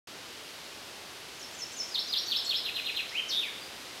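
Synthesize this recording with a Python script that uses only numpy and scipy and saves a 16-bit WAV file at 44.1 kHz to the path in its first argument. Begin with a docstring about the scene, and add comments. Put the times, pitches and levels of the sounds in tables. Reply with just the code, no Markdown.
"""A steady forest hiss comes first. Then a small songbird sings one falling phrase: three thin slurs,
four swoops, four quick chips and a flourish, with tiny ticks and pips in between.
Its voice is one gliding whistle with faint overtones.
Trunks and leaves scatter every note into a grainy tail of echoes."""
import sys
import numpy as np
from scipy import signal
from scipy.fft import rfft, irfft
from scipy.io import wavfile
from scipy.ndimage import uniform_filter1d

SR = 44100
rng = np.random.default_rng(int(sys.argv[2]) if len(sys.argv) > 2 else 0)


def bounce(signal):
    """Save signal as a 16-bit WAV file at the path given by the first command-line argument."""
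    frames = np.transpose(np.atleast_2d(signal))
    limited = np.clip(frames, -1, 1)
    pcm = np.round(limited * 32767).astype(np.int16)
    wavfile.write(sys.argv[1], SR, pcm)


N = 176400  # 4 seconds


def undb(db):
    """Turn decibels into a number to multiply a sound by."""
    return 10 ** (np.asarray(db) / 20)


def wander(rate_hz, size):
    """A smooth random curve that strays about 1 either side of zero."""
    hold = max(int(SR / rate_hz), 1)
    steps = np.repeat(rng.standard_normal(size // hold + 1), hold)
    return np.sqrt(2) * uniform_filter1d(uniform_filter1d(steps, hold), hold)[:size]


def add(out, start, sound):
    """Mix a sound in at its start time, given in seconds."""
    i = int(start * SR)
    out[i:i + len(sound)] += sound[:N - i]


def forest_hiss(level_db=-45, rise_db_per_s=0.28, drift_db=0.32):
    """A smooth, distant hiss that slowly grows; each octave drifts a little in loudness."""
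    # How strong the hiss is from low to high: f/Hz, relative level/dB
    tone_colour = [(15, -58), (25, -26), (39, -18), (64, -9.5), (188, -7), (305, -2.5), (340, -2.5),
                   (410, -2), (469, -3), (567, -3.5), (614, -3.5), (804, -4.5), (919, -4.5), (997, -5),
                   (1450, -5), (1620, -5), (1800, -5.5), (3170, -3.5), (4870, -6.5), (7300, -14),
                   (10900, -17.5), (12800, -20), (15500, -28.5)]
    hz, db = np.array(tone_colour).T
    f = np.maximum(np.fft.rfftfreq(N, 1 / SR), 1)
    spectrum = rfft(rng.standard_normal(N)) * undb(np.interp(np.log(f), np.log(hz), db))
    spectrum *= np.minimum(f / hz[0], 1) ** 2  # fade out the deepest rumble
    octave = np.floor(np.log2(np.maximum(f, 64)))
    hiss = sum(irfft(spectrum * (octave == k), N) * undb(drift_db * wander(5.02, N))
               for k in np.unique(octave))
    t = np.arange(N) / SR
    return hiss / np.std(hiss) * undb(level_db + rise_db_per_s * (t - 1))


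def whistle(hz, gain, waver=0.0061, lift_db=0, waver_hz=342):
    """The bird's voice: an unsteady pure tone whose overtones pass only near the beak's high resonance."""
    beak_hz, beak_width_hz, shimmer_db = 12880, 1480, 0.43
    hz = hz * (1 + waver * wander(waver_hz, len(hz)))
    phase = 2 * np.pi * np.cumsum(hz) / SR
    tone = np.sin(phase)
    for multiple, db in ((3, -22.5), (4, -33)):
        through_beak = np.exp(-.5 * ((multiple * hz - beak_hz) / beak_width_hz) ** 2)
        tone += undb(db + lift_db) * through_beak * np.sin(multiple * phase)
    return tone * gain * undb(shimmer_db * wander(rate_hz=342, size=len(hz)))


def sing(shape, notes, flutter=None, flutter_hz=190.2):
    """Whistle one shape once per note, shifted and stretched; a fast flutter of pitch makes it buzz."""
    out = np.zeros(N)
    times, hz, db = np.array(shape).T
    for start, level_db, pitch, width, stretch, lift_db in notes:
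        t = np.arange(int(times[-1] * stretch * SR)) / SR / stretch
        contour = pitch * hz.max() * (hz / hz.max()) ** width  # a width above 1 glides further down
        glide = uniform_filter1d(np.interp(t, times, contour), size=110, mode="nearest")
        if flutter is not None:
            cycles = np.cumsum(flutter_hz * (1 + 0.154 * wander(102.2, len(t)))) / SR
            depth = np.interp(t, *np.array(flutter).T)
            glide *= 1 + depth * np.sin(2 * np.pi * cycles)
        gain = undb(level_db + np.interp(t, times, db)) * signal.windows.tukey(len(t), .05)
        add(out, start, whistle(glide, gain, lift_db=lift_db))
    return out


def slurs():
    """Three thin, high whistles that slide down, each louder than the last."""
    # One slur: t/s, f/Hz, level/dB
    shape = [(0, 6250, -30), (.006, 6250, -8.5), (.028, 6250, -16), (.036, 6800, -24), (.047, 6900, -7),
             (.057, 6300, -5.5), (.069, 5650, -2.5), (.081, 5280, 2), (.094, 5230, -6), (.102, 5250, -25)]
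    # Each slur: start/s, level/dB, pitch factor, glide width factor, length factor, overtone lift/dB
    notes = [(1.349, -43.5, 1.01, 1.0, 1.0, 0), (1.544, -37, 1.0, 0.98, 0.98, 2),
             (1.729, -33, .995, 1.0, 0.95, 0)]
    return sing(shape, notes)


def tree_echoes(song, echoes_per_s=2500, build_s=0.006):
    """Many separate echoes: a blur from nearby twigs, a quick cloud from leaves, a long one from trunks."""
    twigs, leaves, far_trunks = (-7, 0.033), (-3, 0.28), (-4, 0.73)  # level/dB, time to fade by 60 dB/s
    t = np.arange(SR) / SR
    response = np.zeros(len(t))
    for db, fade_s in (twigs, leaves, far_trunks):
        echoes = rng.standard_normal(len(t)) * (rng.random(len(t)) < echoes_per_s / SR)
        cloud = echoes * (1 - np.exp(-t / build_s)) * np.exp(-np.log(1000) * t / fade_s)
        response += undb(db) * cloud / np.linalg.norm(cloud)
    db_per_octave, middle_hz = 2.5, 3470  # leaves throw back high notes more strongly
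    octaves = np.log2(np.clip(np.fft.rfftfreq(N, 1 / SR) / middle_hz, .5, 2))
    scattered = irfft(rfft(song) * undb(db_per_octave * octaves), N)
    return signal.fftconvolve(scattered, response)[:N]


def ticks(length_s=0.0178, fall=.12):
    """Tiny falling whistles between the notes; a very fast waver makes them raspy."""
    # Each tick: start/s, f/Hz, level/dB
    notes = [(1.530, 7900, -49), (1.712, 7730, -46), (1.884, 6700, -45), (2.070, 6400, -42),
             (2.255, 6400, -40.5), (2.44, 7480, -41.5), (2.451, 5700, -40), (3.088, 5800, -43)]
    out = np.zeros(N)
    progress = np.linspace(0, 1, int(length_s * SR))
    for start, hz, db in notes:
        gain = undb(db) * np.sin(np.pi * progress)
        add(out, start, whistle(hz * (1 - fall * progress), gain, waver=0.069, waver_hz=2500))
    return out


def pips(sag=0.022, fade_s=0.0039):
    """Short whistles that sag a little in pitch, one before each swoop and one after the phrase."""
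    # Each pip: start/s, length/s, f/Hz, level/dB
    notes = [(1.909, 0.026, 4980, -40.5), (2.082, 0.034, 4840, -33.5), (2.269, 0.023, 4470, -31.5),
             (2.461, 0.042, 4294, -33), (3.606, 0.036, 4750, -43.5)]
    out = np.zeros(N)
    for start, length, hz, db in notes:
        progress = np.linspace(0, 1, int(length * SR))
        glide = hz * (1 + sag * (.5 - progress))
        gain = undb(db) * signal.windows.tukey(len(progress), 2 * fade_s / length)
        add(out, start, whistle(glide, gain, waver=.011, lift_db=2))
    return out


def swoops():
    """Four whistles that dive and climb again, buzzing on the way up."""
    # One swoop: t/s, f/Hz, level/dB
    shape = [(0, 4950, -11), (.006, 4404, -2.5), (.015, 3673, 2.5), (.024, 3171, 0), (.035, 2531, -14),
             (.039, 3160, -8.5), (.048, 3584, 0.5), (.058, 4100, 0.5), (.066, 5234, -5.5),
             (.074, 5480, -6.5), (.081, 5506, -22)]
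    # Each swoop: start/s, level/dB, pitch factor, glide width factor, length factor, overtone lift/dB
    notes = [(1.939, -27.5, 1.01, 0.89, .88, -2.3), (2.120, -26.5, 1.02, .96, .96, 1),
             (2.305, -26, .99, 1.01, 1.0, 0.54), (2.494, -27, .985, 1.06, 1.08, 0)]
    # How far the pitch flutters: t/s, fraction of the pitch
    flutter = [(0, 0.0047), (0.032, 0.0053), (0.043, 0.059), (.06, .1), (.07, .01)]
    return sing(shape, notes, flutter)


def chips():
    """Four quick whistles that flick up, then tumble down."""
    # One chip: t/s, f/Hz, level/dB
    shape = [(0, 3398, -12), (.012, 3946, -3.5), (.018, 4133, -5.5), (.023, 4106, 4.5), (.027, 3350, 5),
             (.032, 2660, -3), (.035, 2500, -14), (.040, 2958, -2), (.047, 2814, -1.5), (.055, 2450, 0),
             (.060, 1992, -9.5), (.065, 1530, -12)]
    # Each chip: start/s, level/dB, pitch factor, glide width factor, length factor, overtone lift/dB
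    notes = [(2.635, -31.5, 1.01, 0.95, 0.99, 3.4), (2.740, -31, 1.007, 1.0, 0.97, 3.3),
             (2.844, -30, .995, 0.99, 0.95, 2), (2.948, -29, 1, 1.0, 0.94, 2)]
    return sing(shape, notes)


def flourish():
    """The ending: a whistle that arches up and down, then a long falling buzz."""
    # The shapes of the two notes: t/s, f/Hz, level/dB
    arch = [(0, 1730, -15), (.01, 2025, -13.5), (.027, 2193, -6), (.045, 2702, -2), (.064, 3100, 3),
            (.073, 3110, 7), (.081, 2414, -4), (.091, 1600, -16)]
    buzz = [(0, 6700, -15), (.016, 5400, -5.5), (.027, 4700, -1), (.036, 3680, -3), (.055, 3528, 1),
            (.08, 3628, -1.5), (.12, 3720, -0.5), (.139, 3100, -4.5), (.157, 2550, -5), (.177, 2250, -6),
            (.193, 1870, -18), (.217, 1570, -15)]
    # Each note: start/s, level/dB, pitch factor, glide width factor, length factor, overtone lift/dB
    arch_notes = [(3.115, -29.5, 1.0, 1.0, 1.0, -2)]
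    buzz_notes = [(3.281, -28.5, 0.98, 0.98, 0.99, 3.8)]
    # How far the pitch of the buzz flutters: t/s, fraction of the pitch
    flutter = [(0, .12), (.04, 0.1), (.075, 0.061), (.115, .035), (.15, .035), (0.221, 0.016)]
    return sing(arch, arch_notes) + sing(buzz, buzz_notes, flutter)


def scene():
    """The hiss, the song heard directly, and its echoes, in one channel."""
    hiss = forest_hiss()
    song = slurs() + ticks() + pips() + swoops() + chips() + flourish()
    return (hiss + undb(-3) * song + tree_echoes(song))[None]


def record(dry):
    """The sound starts after a moment of silence; the highest treble is cut off steeply."""
    start_s, top_hz = .072, 15750
    started = np.arange(N) / SR >= start_s
    treble_cut = signal.ellip(10, .1, 80, top_hz, fs=SR, output="sos")
    return signal.sosfilt(treble_cut, dry * started)


dry = scene()
out = record(dry)
bounce(out)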